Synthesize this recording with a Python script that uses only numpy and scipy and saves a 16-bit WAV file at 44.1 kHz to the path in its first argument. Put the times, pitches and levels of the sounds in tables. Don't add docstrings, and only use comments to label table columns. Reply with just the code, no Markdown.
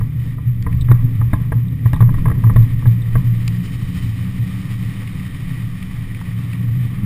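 import sys
import numpy as np
from scipy import signal
from scipy.fft import rfft, irfft
from scipy.io import wavfile

SR = 44100
rng = np.random.default_rng(int(sys.argv[2]) if len(sys.argv) > 2 else 0)


def put_to_file(sound):
    columns = np.atleast_2d(sound).T
    safe = np.clip(columns, -1, 1)
    whole_steps = np.round(safe * 32767)
    wavfile.write(sys.argv[1], SR, whole_steps.astype(np.int16))


N = 310905
TIME = np.arange(N) / SR
FREQ_HZ = np.fft.rfftfreq(N, 1 / SR)

# (time [s], mount sway [dB], relative road rumble [dB])
RIDE = [(0.0, -25.5, -42), (0.49, -26, -45.5), (0.72, -19.5, -41), (1.53, -18.5, -42), (2.47, -23.5, -34),
        (2.65, -19, -40.5), (3.28, -22.5, -40), (3.61, -23.5, -41), (3.79, -23.5, -41),
        (3.96, -29.5, -41.5), (4.79, -23.5, -42.5), (5.38, -37.5, -44), (5.67, -24.5, -45.5),
        (5.95, -31, -45), (6.73, -21.5, -41.5), (7.05, -26.5, -40.5)]


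def amp(db):
    return 10 ** (np.asarray(db) / 20)


def unit(x):
    return x / np.sqrt(np.mean(x ** 2) + 1e-20)


def curves(rows):
    times_s, *columns = np.transpose(rows)
    return [np.interp(TIME, times_s, column) for column in columns]


def add(mix, start_s, sound):
    part = mix[max(round(start_s * SR), 0):][:len(sound)]
    part += sound[:len(part)]


def colour(x, spectrum):
    hz, db = np.transpose(spectrum)
    gain = amp(np.interp(np.log(FREQ_HZ + 1), np.log(hz), db))
    return unit(irfft(rfft(x) * gain, N))


def wander(rate_hz):
    return unit(irfft(rfft(rng.standard_normal(N)) * np.exp(-(FREQ_HZ / rate_hz) ** 2), N))


def resonate(x, hz, width_hz, stages=1):
    for _ in range(stages):
        x = signal.lfilter(*signal.iirpeak(hz, hz / width_hz, SR), x)
    return x


def lowpass(x, hz, order):
    return signal.sosfilt(signal.butter(order, hz, fs=SR, output="sos"), x)


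def buffet(gain_db=2, gust_db=3):
    # (time [s], relative level [dB])
    air = [(0.0, -26.5), (0.37, -37), (0.69, -20), (1.27, -24), (1.75, -36), (2.16, -24), (3.98, -32),
           (5.12, -32), (6.5, -33.5), (7.05, -35)]
    # (frequency [Hz], relative density [dB])
    spectrum = [(8, -12.5), (22, 4), (35, -11), (55, -11), (90, -8), (200, -31), (600, -67.5)]
    air_db, = curves(air)
    pressure = colour(rng.standard_normal(N), spectrum)
    return amp(air_db + gain_db) * unit(pressure * amp(gust_db * wander(4.9)))


def engine(speed_jitter=0.0042, roughness=0.25):
    # (time [s], firing rate [Hz], level [dB])
    run = [(0, 148.2, -27.5), (.6, 144.3, -31.5), (1.3, 146.1, -31), (2.2, 152.9, -28.5), (3, 167.5, -43.5),
           (3.6, 175, -31.5), (4, 180.7, -30), (4.7, 189.7, -28.5), (5, 190, -31.5), (5.4, 183.4, -36),
           (6, 188.8, -34.5), (6.5, 177.8, -32.5), (6.8, 184.4, -37.5), (7.05, 204, -24)]
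    # (frequency [x firing rate], relative level [dB])
    orders = [(.5, 6.5), (1, 9), (1.5, -7.5), (2, -28), (2.5, -28.5), (3, -29), (4, -31.5)]
    firing_hz, level_db = curves(run)
    cycles = np.cumsum(firing_hz * (1 + speed_jitter * wander(13))) / SR
    note = np.zeros(N)
    for order, db in orders:
        strength = amp(db) * (1 + roughness * wander(18))
        note += strength * np.sin(2 * np.pi * (order * cycles + rng.random()))
    return amp(level_db) * unit(note)


def spray(coarse_gain_db=3, drops_per_s=900, spread_db=0.5, grain=0.51, flicker_db=1.21):
    # (time [s], relative coarse spray [dB], fine spray [dB])
    water = [(0.0, -53.5, -59), (0.1, -54, -64), (0.61, -53.5, -63), (0.86, -51, -60.5), (1.43, -50, -58.5),
             (1.55, -53, -60), (1.79, -51, -59), (2.14, -49.5, -57), (3.0, -48, -55.5), (3.91, -46, -48.5),
             (4.32, -46.5, -52.5), (4.91, -45, -49), (5.03, -44.5, -50.5), (6.81, -47.5, -55),
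             (7.05, -46.5, -55.5)]
    # (time [s], fine spray boost [dB], 1/e half-width [s])
    puddles = [(.25, 7.5, 0.089), (3.66, 4.5, 0.022), (3.743, 5, 0.019), (4.005, 3, 0.059)]
    # (frequency [Hz], relative density [dB])
    coarse_spectrum = [(300, 3.5), (560, -8), (760, -6), (980, -3.5), (1160, 4), (1450, -6), (1700, -2),
                       (1880, 8.5), (2100, 2.5), (2450, 2), (2750, -10), (3600, -6.5), (4200, -39.5),
                       (6000, -30.5)]
    # (frequency [Hz], relative density [dB])
    fine_spectrum = [(1500, -33), (3100, 4), (3400, -12.5), (3700, -0.5), (4200, -7.5), (4900, -6.5),
                     (5500, -8), (6000, -6.5), (6500, -38.5)]
    coarse_db, fine_db = curves(water)
    boost_db = sum(db * np.exp(-((TIME - at_s) / width_s) ** 2) for at_s, db, width_s in puddles)
    sizes = amp(spread_db * np.minimum(rng.exponential(1, N), 5)) * rng.choice([-1, 1], N)
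    patter = grain * unit(sizes * (rng.random(N) < drops_per_s / SR))
    wash, mist = rng.standard_normal((2, N))
    coarse = amp(coarse_db + coarse_gain_db + 0.39 * boost_db) * colour(wash + patter, coarse_spectrum)
    fine = amp(fine_db + boost_db) * colour(mist + patter, fine_spectrum)
    return (coarse + fine) * amp(flicker_db * wander(22))


def burst(decay_s):
    t = np.arange(SR // 20) / SR
    return rng.standard_normal(len(t)) * np.exp(-t / decay_s)


def ticks(strikes, gain_db, contact_s, width_hz):
    out = np.zeros(N)
    for at_s, db, hz in strikes:
        tick = resonate(burst(contact_s), hz, width_hz, stages=2)
        add(out, at_s, amp(db + gain_db) * tick / abs(tick).max())
    return out


def pings(ring_hz=3630):
    # (time [s], relative peak [dB])
    hits = [(0.811, -32.5), (.915, -37.5), (1.335, -38.5), (1.6816, -44), (1.942, -40), (1.959, -40),
            (2.0087, -39.5), (2.5642, -41), (2.626, -43.5), (2.8708, -41.5), (3.019, -42)]
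    return ticks([(at_s, db, ring_hz) for at_s, db in hits], gain_db=3, contact_s=0.0041, width_hz=370)


def drops():
    # (time [s], relative peak [dB], ring [Hz])
    splashes = [(.7262, -28, 2100), (3.7394, -36, 2160), (5.0744, -24.5, 2369), (5.1971, -25, 2150),
                (5.8267, -22.5, 2404), (6.1479, -22.5, 2340), (6.213, -24.5, 1080), (6.5314, -24, 2297)]
    return ticks(splashes, gain_db=-4, contact_s=0.0039, width_hz=950)


def grit(gain_db=4, contact_s=0.0018):
    # (time [s], relative peak [dB])
    hits = [(0.625, -33.5), (1.9325, -33), (2.5376, -39.5), (3.4785, -20)]
    # (frequency [Hz], width [Hz], gain [dB])
    modes = [(2400, 720, 5.5), (3700, 600, -14), (4580, 950, -3), (5800, 760, -15)]
    out = np.zeros(N)
    for at_s, db in hits:
        contact = burst(contact_s)
        snap = sum(amp(mode_db) * resonate(contact, hz, width_hz) for hz, width_hz, mode_db in modes)
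        add(out, at_s, amp(db + gain_db) * snap / abs(snap).max())
    return out


def rumble(gain_db=15, uneven_db=1.5):
    # (frequency [Hz], nominal width [Hz], gain [dB])
    modes = [(74, 12, -7), (121.4, 38.6, 0.5), (147, 15, 2), (177.76, 17.8, 2.5), (257, 36.3, -9.5),
             (340, 110, -29.5), (490.3, 47, -29)]
    _, road_db = curves(RIDE)
    shake = sum(amp(db) * resonate(rng.standard_normal(N), hz, 1.09 * width_hz, stages=2)
                for hz, width_hz, db in modes)
    return amp(road_db + gain_db) * unit(shake * amp(uneven_db * wander(24)))


def knocks(rebound_s=0.0068, chatter_s=0.0019, buzz_s=0.074, rattles_per_s=160,
           thump_hz=95, thump_s=0.017, heave_hz=36, heave_s=0.021, shove_db=8):
    # (time [s], relative level [dB])
    hits = [(.009, -24), (.382, -30.5), (0.665, -18.5), (0.884, -23.5), (0.899, -27.5), (.913, -12.5),
            (1.213, -22.5), (1.332, -13), (1.52, -17), (1.858, -21), (1.932, -16.5), (1.963, -25),
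            (2.005, -15), (2.022, -17.5), (2.089, -23), (2.141, -26), (2.182, -30.5), (2.256, -15.5),
            (2.281, -21.5), (2.3, -23), (2.314, -19.5), (2.438, -19.5), (2.467, -26.5), (2.497, -17.5),
            (2.561, -11.5), (2.823, -28.5), (2.856, -20), (3.1536, -15.5)]
    # (frequency [Hz], level before padding [dB], t60 [s])
    modes = [(182.6, 13, 0.059), (284, -0.5, 0.066), (463.5, -6, 0.067), (653, 0.5, 0.015),
             (868, -11.5, 0.087), (1028, -3, 0.055), (1110, 0, 0.029), (1155, 1, 0.02), (1629, 0.5, 0.018),
             (1867, -6.5, 0.044), (2220, -25, 0.0071)]
    out, t = np.zeros(N), np.arange(SR // 5) / SR
    ring = sum(amp(db - 60 * t / t60_s) * np.sin(2 * np.pi * hz * t) for hz, db, t60_s in modes)
    ring -= lowpass(ring, hz=220, order=1)
    ring = lowpass(ring, hz=2250, order=6)
    thump = np.sin(2 * np.pi * thump_hz * t) * np.exp(-t / thump_s)
    heave = np.sin(2 * np.pi * heave_hz * t) * np.exp(-t / heave_s)
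    shove = amp(shove_db) * (thump + 0.46 * heave)
    chatter = 0.13 * (t / chatter_s) * np.exp(1 - t / chatter_s)
    buzz_decay = np.exp(-t / buzz_s)
    for at_s, db in hits:
        contact = rng.laplace(size=len(t)) * (chatter + 0.0092 * buzz_decay)
        contact += 0.15 * (rng.random(len(t)) < rattles_per_s / SR) * buzz_decay
        contact[0] += 1
        add(contact, rebound_s * (1 + rng.uniform(-0.111, 0.1)), np.array([0.63]))
        knock = signal.fftconvolve(contact, ring)[:len(t)]
        clack = knock - lowpass(knock, hz=540, order=1)
        knock /= np.sqrt(np.sum(clack ** 2) / (0.0013 * SR))
        add(out, at_s, amp(db) * (knock - shove))
    return out


def boom(pitch_hz=117.3, drift_hz=4, uneven_db=3, flutter=0.2):
    # (peak time [s], level [dB], time scale [s])
    jolts = [(0.019, -13, 0.044), (.18, -14, .11), (0.48, -12.5, 0.13), (0.736, -15, 0.11),
             (0.91, -6, 0.14), (1.561, -9.5, 0.076), (1.861, -9, 0.056), (2.028, -4.5, 0.11),
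             (2.267, -12, 0.11), (2.461, -4, 0.1), (2.59, -4, 0.12), (2.878, -6.5, 0.18),
             (3.175, -10.5, 0.081), (3.283, -13.5, 0.31), (4.4, -15.5, 0.1), (6.744, -32, .14)]
    sway_db, _ = curves(RIDE)
    power = amp(sway_db + uneven_db * wander(7.2)) ** 2
    for peak_s, db, scale_s in jolts:
        width_s = scale_s * np.where(TIME < peak_s, 0.15, 0.41)
        power += (amp(db) * np.exp(-((TIME - peak_s) / width_s) ** 2)) ** 2
    cycles = np.cumsum(pitch_hz + drift_hz * wander(16.3)) / SR
    swing = np.sin(2 * np.pi * cycles) * (1 + flutter * wander(40))
    return np.sqrt(power) * unit(swing)


def scene():
    car = engine() + boom() + rumble() + buffet() + knocks()
    return (car + spray() + drops() + pings() + grit())[None]


def record(dry, band_hz=5700, hold_hz=12000, image_db=0.5, edge_hz=15350):
    # (frequency [Hz], gain [dB])
    treble = [(0, 1), (5000, -1.5), (7000, -1), (10000, -3), (12000, -3.5), (15000, -6)]
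    x = signal.sosfilt(signal.butter(1, 12, "high", fs=SR, output="sos"), dry[0])
    x = x / (1 + x ** 8) ** (1 / 8)
    x = signal.oaconvolve(x, signal.firwin(129, band_hz, fs=SR), "same")
    x += 2 * amp(image_db) * np.gradient(x) * np.cos(2 * np.pi * hold_hz * TIME)
    x = irfft(rfft(x) * amp(np.interp(FREQ_HZ, *np.transpose(treble))), N)
    edge_filter = signal.firwin(511, edge_hz, window=("kaiser", 9), fs=SR)
    return signal.oaconvolve(x, edge_filter, "same")[None]


dry = scene()
out = record(dry)
put_to_file(out)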